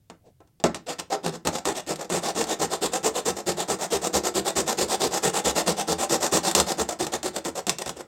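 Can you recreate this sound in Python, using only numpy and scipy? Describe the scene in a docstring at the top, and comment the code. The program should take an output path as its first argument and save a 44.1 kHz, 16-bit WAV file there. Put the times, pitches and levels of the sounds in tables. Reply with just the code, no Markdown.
"""A small razor saw cuts a model railway rail held against a guide on a wooden table, close by in a small room.
The blade is set down with a few taps, catches in short bursts, then makes about nine strokes a second.
Trains of tooth blows, partly torn into noise, excite the resonances of thin steel and table top.
Now and then a tooth snags and snaps free: an impulse with decaying noise. Friction noise marks the blade
sliding into place, a short room tail follows the sounds, and a faint room tone lies beneath."""
import sys
import numpy as np
from scipy import signal
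from scipy.fft import rfft, irfft, next_fast_len
from scipy.io import wavfile
from scipy.ndimage import uniform_filter1d, map_coordinates

SR = 44100
rng = np.random.default_rng(int(sys.argv[2]) if len(sys.argv) > 2 else 0)


def inscribe(sig):
    """Save sig as 16-bit PCM at rate SR to the path in sys.argv[1].

    A 1-D sig is mono; a 2-D sig holds one channel per row.
    Samples are clipped to [-1, 1] before scaling.
    """
    pcm = np.round(np.clip(np.atleast_2d(sig).T, -1, 1) * 32767)
    wavfile.write(sys.argv[1], SR, pcm.astype(np.int16))


N = 355877

# Room tone spectrum. Each row: frequency in Hz, relative density in dB per Hz.
AIR_SPECTRUM = [(25, -13), (115, 0.5), (350, -19.5), (1100, -34.5), (16000, -35)]
# Reverberation of the room. Each row: frequency in Hz, time to decay by 60 dB in seconds.
ROOM_DECAY = [(100, 0.57), (260, 0.22), (700, .18), (1800, 0.24), (13000, 0.13)]
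# The blade slides lightly into place. Each row: time in seconds, friction level in dB.
SLIDE_LEVEL = [(0.21, -75), (0.235, -72), (0.275, -51), (0.311, -68), (0.35, -82)]
# Taps and snagging teeth. Each row: start in seconds, snap level in dB,
# table knock in dB relative to the snap, before a cut common to all knocks.
SNAG_EVENTS = [(0.0997, -28, 0), (0.404, -47, 10.5), (0.4746, -52, 0), (0.6, -31, -2.5), (0.6397, -5.5, 3),
               (0.7455, -14, -33), (0.9978, -13.5, -12), (1.4515, -17, -2), (1.472, -6, -7),
               (1.654, -10.5, -15), (1.9584, -21, -13), (2.4408, -17, -3), (3.3047, -22, -12),
               (6.096, -17, -8), (6.5126, -12, -7), (6.5503, -0.5, -16), (6.6001, -3, -10.5),
               (6.796, -15, -19), (7.0673, -16, -2), (7.139, -16, 0.5), (7.2304, -17.5, -10.5),
               (7.3634, -13, -8), (7.45, -19.5, -10), (7.668, -13, -8), (7.6947, -3.5, -11.5),
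               (7.785, -17, -20), (7.8607, -22.5, 7), (7.8932, -16, -5)]
# Broad colour of the table top. Each row: frequency in Hz, relative density in dB per Hz.
TABLE_SPECTRUM = [(30, -36), (55, -17.5), (78, -7), (110, -20), (165, -0.5), (265, -7.5), (400, -3),
                  (520, -4.5), (800, -3.5), (1000, -17), (1400, -17.5), (2200, -22), (5000, -59)]
# Resonances of the table top. Each row: frequency in Hz, width in Hz, lift in dB.
TABLE_RESONANCES = [(180, 19, 1), (325.6, 11.5, 6.3), (482, 5.9, 3.8), (840, 6.5, 1.4), (1034, 78, 7.2),
                    (1325, 68, 7.2)]
# Broad colour of blade and rail. Each row: frequency in Hz, relative density in dB per Hz.
STEEL_SPECTRUM = [(300, -24), (1000, 4), (1600, -6), (2400, -5.5), (4000, 0), (6200, 1), (7500, 3.5),
                  (8800, 0), (10000, -12.5), (11700, -8), (13500, -15), (16000, -19)]
# Resonances of blade and rail. 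Each row: frequency in Hz, width in Hz, lift in dB.
STEEL_RESONANCES = [(1830, 120, 8.9), (2700, 370, 4.5), (3550, 230, 5.4), (4970, 47, 3.9), (7200, 120, 3.6),
                    (7760, 140, 1.6)]
# The rasp brightens as the teeth settle into the groove. Each row: time in seconds, treble gain in dB.
GROOVE_TREBLE = [(0.1, -25), (1.0, -7.5), (3.0, -1), (7.7, -0.5)]
# Separate catching strokes before and after the steady run.
# Each row: start in seconds, length in seconds, rasp level in dB, table level in dB.
CATCHING_STROKES = [(0.64, 0.038, -27, -25.5), (0.745, 0.036, -36, -39), (0.862, 0.084, -31, -32.5),
                    (0.984, 0.028, -28.5, -36.5), (1.1, 0.065, -27.5, -23.5), (1.23, 0.075, -27.5, -27),
                    (1.322, 0.055, -36.5, -35.5), (1.449, 0.053, -29.5, -24), (1.519, 0.083, -28.5, -29),
                    (1.649, 0.085, -27, -26), (1.742, 0.073, -30, -32), (1.864, 0.084, -28, -28),
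                    (1.98, 0.084, -35.5, -31), (7.667, 0.03, -31.5, -29.5), (7.782, 0.05, -35.5, -33),
                    (7.852, 0.068, -38.5, -40), (7.958, 0.069, -42.5, -36.5)]
# Rhythm of the steady run, evenly paced between marks. Each row: time in seconds, count of strokes done.
STROKE_PACE = [(2.094, 0), (2.348, 2), (2.589, 4), (3.25, 10), (3.458, 12), (3.677, 14), (4.128, 18),
               (4.553, 22), (4.881, 25), (5.222, 28), (5.659, 32), (5.869, 34), (6.314, 38), (6.664, 41),
               (6.989, 44), (7.12, 45), (7.55, 49)]
# How hard the hand bears down in the run. Each row: time in seconds, rasp level of a push in dB.
HAND_EFFORT = [(2.09, -24.5), (2.7, -25.5), (3.03, -24), (3.25, -25), (3.35, -31.5), (3.46, -26.5),
               (3.79, -26.5), (4.13, -23), (4.67, -22.5), (5.11, -23.5), (5.54, -20.5), (5.76, -25.3),
               (6.09, -21.5), (6.55, -20.5), (6.88, -29), (7.12, -24.5), (7.33, -32.5), (7.55, -30.5)]
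# How much of each stroke the blade is moving. Each row: time in seconds, share from 0 to 1.
MOVING_SHARE = [(2.09, 0.88), (2.6, 0.69), (3.25, .66), (3.65, .77), (4.34, .61), (4.95, 0.83), (5.7, .71),
                (6.2, 0.78), (6.99, .6), (7.12, 0.44), (7.22, 0.64), (7.55, 0.59)]

RETURN_DB, RETURN_EARLY_S = -2, .002  # the return is lighter than the push, and comes a little early
RETURN_TABLE_DB = .5  # the return loses less on the table than in the steel
# an ordinary stroke; its tooth rate is that of mid-stroke, before judder
USUAL_RASP_DB, USUAL_TABLE_DB, USUAL_TOOTH_HZ = -25, -24.5, 878.2
# a harder stroke drums louder and runs faster: dB of table level and of tooth rate per dB of rasp
TABLE_DB_PER_DB, TOOTH_RATE_DB_PER_DB = 0.75, 0.29
TOP_HZ = 16000  # upper band limit


def amp(db):
    """Level and amplitude: decibels to linear gain."""
    return 10 ** (np.asarray(db) / 20)


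def unit(x):
    """Normalisation: scale to an rms of 1."""
    return x / np.sqrt(np.mean(x ** 2) + 1e-20)


def along(points, hz):
    """Logarithmic frequency scale: interpolate (Hz, value) points along it."""
    f, v = np.transpose(points)
    return np.interp(np.log(hz + 1), np.log(f + 1), v)


def add(track, s, x):
    """Superposition: mix x into the track at time s."""
    part = track[max(round(s * SR), 0):][:len(x)]
    part += x[:len(part)]


def wobble(rate, n):
    """Random modulation: a smooth curve of n samples through random knots, rate knots a second."""
    knots = rng.standard_normal(SR // 100)
    return map_coordinates(knots, [np.arange(n) * rate / SR], mode="mirror")


def body(x, spectrum, modes=(), size=8192):
    """Resonance: ring x through a minimum-phase response of unit energy, a broad colour with peaks on it."""
    hz = np.fft.rfftfreq(size, 1 / SR)
    level = along(spectrum, hz)
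    for f, width, lift in modes:
        level = level + lift / (1 + (2 * (hz - f) / width) ** 2)
    # folding the cepstrum onto positive time makes the response causal
    cepstrum = irfft(np.log(amp(level)))
    cepstrum[1:size // 2] *= 2
    cepstrum[size // 2 + 1:] = 0
    response = irfft(np.exp(rfft(cepstrum)))
    return signal.fftconvolve(x, response / np.linalg.norm(response))[:N]


def room_tone():
    """Background noise: steady random pressure with most of its energy at low frequencies."""
    return amp(-64) * body(rng.standard_normal(N), AIR_SPECTRUM)


def room(x, wet_db, count=24):
    """Reverberation: a diffuse, decaying tail, crossfaded between random ones as hands and blade move."""
    out = np.zeros(N)
    place = np.linspace(0, count - 1, N)
    for k in range(count):
        hz, t, z = signal.stft(rng.standard_normal(SR // 3), SR, nperseg=256)
        decay = amp(-60 * t / along(ROOM_DECAY, hz)[:, None])
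        tail = signal.istft(z * decay, SR, nperseg=256)[1]
        tail = tail / np.linalg.norm(tail)
        near = np.flatnonzero(np.abs(place - k) < 1)
        share = np.cos(np.pi / 2 * (place[near] - k))
        add(out, near[0] / SR + .003, signal.fftconvolve(x[near] * share, tail))
    return (x + amp(wet_db) * out) / np.hypot(1, amp(wet_db))


def sliding():
    """Sliding friction: the blade rubs lightly on the guide, noise heard through the table."""
    s, db = np.transpose(SLIDE_LEVEL)
    level = np.interp(np.arange(N) / SR, s, amp(db), left=0, right=0)
    colour = [(100, -9), (700, 2), (1200, -28), (8000, -28), (11000, -50)]  # Hz, dB per Hz
    return level * body(rng.standard_normal(N), colour)


def snags():
    """Impulsive release: a tap or freed tooth gives a sharp snap, a short blade chatter and a table knock."""
    steel, table = np.zeros((2, N))
    t = np.arange(SR // 8) / SR
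    for s, db, knock_db in SNAG_EVENTS:
        snap, chatter, knock = rng.standard_normal((3, len(t)))
        # each noise falls by 60 dB in the time it is divided by, in seconds
        crack = amp(-9.5) * snap * amp(-60 * t / 0.0094)
        crack += amp(-9.0) * chatter * amp(-60 * t / 0.035)
        crack[0] += amp(1.0)
        add(steel, s, amp(db) * crack)
        blow = amp(-4.5) * knock * amp(-60 * t / 0.12)
        blow[0] += amp(11)
        add(table, s, amp(db + knock_db - 6.5) * blow)
    return steel, table


def brighten(x):
    """Spectral tilt: the steel's treble rises against its midrange as the cut deepens."""
    s, treble_db = np.transpose(GROOVE_TREBLE)
    dull = signal.sosfilt(signal.butter(1, 4500, fs=SR, output="sos"), x)
    treble = x - dull
    return dull + amp(np.interp(np.arange(N) / SR, s, treble_db)) * treble


def steady_run():
    """Reciprocating motion: (start s, length s, rasp dB, table dB) of each alternate push and return."""
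    mark_s, done = np.transpose(STROKE_PACE)
    stroke = np.arange(round(done[-1]) + 1)
    returning = stroke % 2
    beat = np.interp(stroke, done, mark_s)
    length = np.gradient(beat) * np.interp(beat, *np.transpose(MOVING_SHARE))
    rasp_db = np.interp(beat, *np.transpose(HAND_EFFORT)) + RETURN_DB * returning
    harder_db = rasp_db - USUAL_RASP_DB
    table_db = USUAL_TABLE_DB + TABLE_DB_PER_DB * harder_db + RETURN_TABLE_DB * returning
    return list(zip(beat - RETURN_EARLY_S * returning, length, rasp_db, table_db))


def strokes():
    """Alternation: all strokes in order of time, return and push in turn."""
    return sorted([*CATCHING_STROKES, *steady_run()], key=lambda stroke: stroke[0])


def teeth(passed, skip_db, scatter_db):
    """Periodic impact: one blow per passing tooth, a few hard; teeth set left and right bite unequally."""
    tooth = np.arange(int(passed[-1]) + 1)
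    size = rng.exponential(size=SR // 100)[:len(tooth)]
    strength = amp(scatter_db * size + skip_db * (tooth % 2))
    return np.bincount(np.searchsorted(passed, tooth), strength, len(passed))


def tearing(blows, chip_s, grit_db):
    """Fracture noise: each tooth tears a chip, a brief decaying spray of uneven micro-fractures."""
    spray = signal.lfilter([1], [1, -np.exp(-1 / (chip_s * SR))], blows)
    grit, size = rng.standard_normal((2, SR // 4))[:, :len(blows)]
    return unit(spray * grit * amp(grit_db * size))


def sawing():
    """Forced excitation: teeth grip at once, the hand speeds up and stops; tooth rate and force follow."""
    steel, table = np.zeros((2, N))
    for k, (s, length, rasp_db, table_db) in enumerate(strokes()):
        pushing = k % 2 == 1
        rate_hz = USUAL_TOOTH_HZ * amp(TOOTH_RATE_DB_PER_DB * (rasp_db - USUAL_RASP_DB))
        n = int(np.clip(length * SR, SR // 100, SR // 4))
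        t, way = np.arange(n) / SR, np.linspace(0, 1, n)
        arch = np.abs(np.sin(np.pi * way))
        speed = arch ** .38 * amp(1.5 * wobble(500, n))  # the blade judders as it runs
        passed = np.cumsum(speed) * rate_hz / SR  # teeth gone by
        if pushing:  # the teeth of one side dig in, hardest at the start: a growl an octave down
            blows = teeth(passed, skip_db=-13.5, scatter_db=2.5)
            ripple = amp(-14.5) * arch * np.cos(np.pi * passed)
            pressure_db = -5 * (way - .5)
        else:  # returning, all teeth skid over the rail
            blows = teeth(passed, skip_db=-3.5, scatter_db=2.5)
            ripple = amp(-21.5) * arch * np.cos(2 * np.pi * passed)
            pressure_db = -1.1 * (way - .5)
        grip = (1 - np.exp(-t / 0.00073)) * np.minimum((1 - way) / 0.12, 1)
        # a firm stroke cuts evenly, a light one catches and stutters
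        catching_db = np.interp(rasp_db, [-34, -26], [2.7, 1.2]) * wobble(150, n)
        force = grip * amp(pressure_db + 5.4 * (arch - 1.5) + catching_db)

        rasp = tearing(blows, chip_s=0.003, grit_db=2.5)
        # waves bounce off the blade's end, a different way off in each stroke
        bounce = SR // rng.integers(2000, 8000)
        echoed = unit(rasp + amp(-13.5) * np.roll(rasp, bounce))
        add(steel, s, amp(rasp_db) * force * echoed)

        # steady pressure makes no sound: remove the local mean
        drumming = unit(blows - uniform_filter1d(blows, size=SR // 150))
        scraping = tearing(blows, chip_s=0.0038, grit_db=4.0)
        if not pushing:  # the lightly loaded return hardly bends the table: no deep rumble
            scraping = unit(scraping - uniform_filter1d(scraping, size=SR // 350))
        shaking = ripple + amp(-5.5) * drumming + amp(-1.5) * scraping
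        add(table, s, amp(table_db) * force * shaking)
    return steel, table


def scene():
    """Shared resonators: strokes and snags ring the same steel and table top, over faint room tone."""
    rasp, drum = sawing()
    snap, knock = snags()
    steel = room(body(brighten(rasp + snap), STEEL_SPECTRUM, STEEL_RESONANCES), wet_db=-10.5)
    table = room(body(drum + knock, TABLE_SPECTRUM, TABLE_RESONANCES), wet_db=-7.0)
    return (steel + table + sliding() + room_tone())[None]


def record(dry):
    """Saturation and band limiting: peaks round off below 0.8, then nothing passes from TOP_HZ up."""
    held = dry / (1 + (dry / .8) ** 6) ** (1 / 6)
    size = next_fast_len(N + SR // 2)
    passband = np.fft.rfftfreq(size, 1 / SR) < TOP_HZ
    return irfft(rfft(held, size) * passband, size)[:, :N]


dry = scene()
out = record(dry)
inscribe(out)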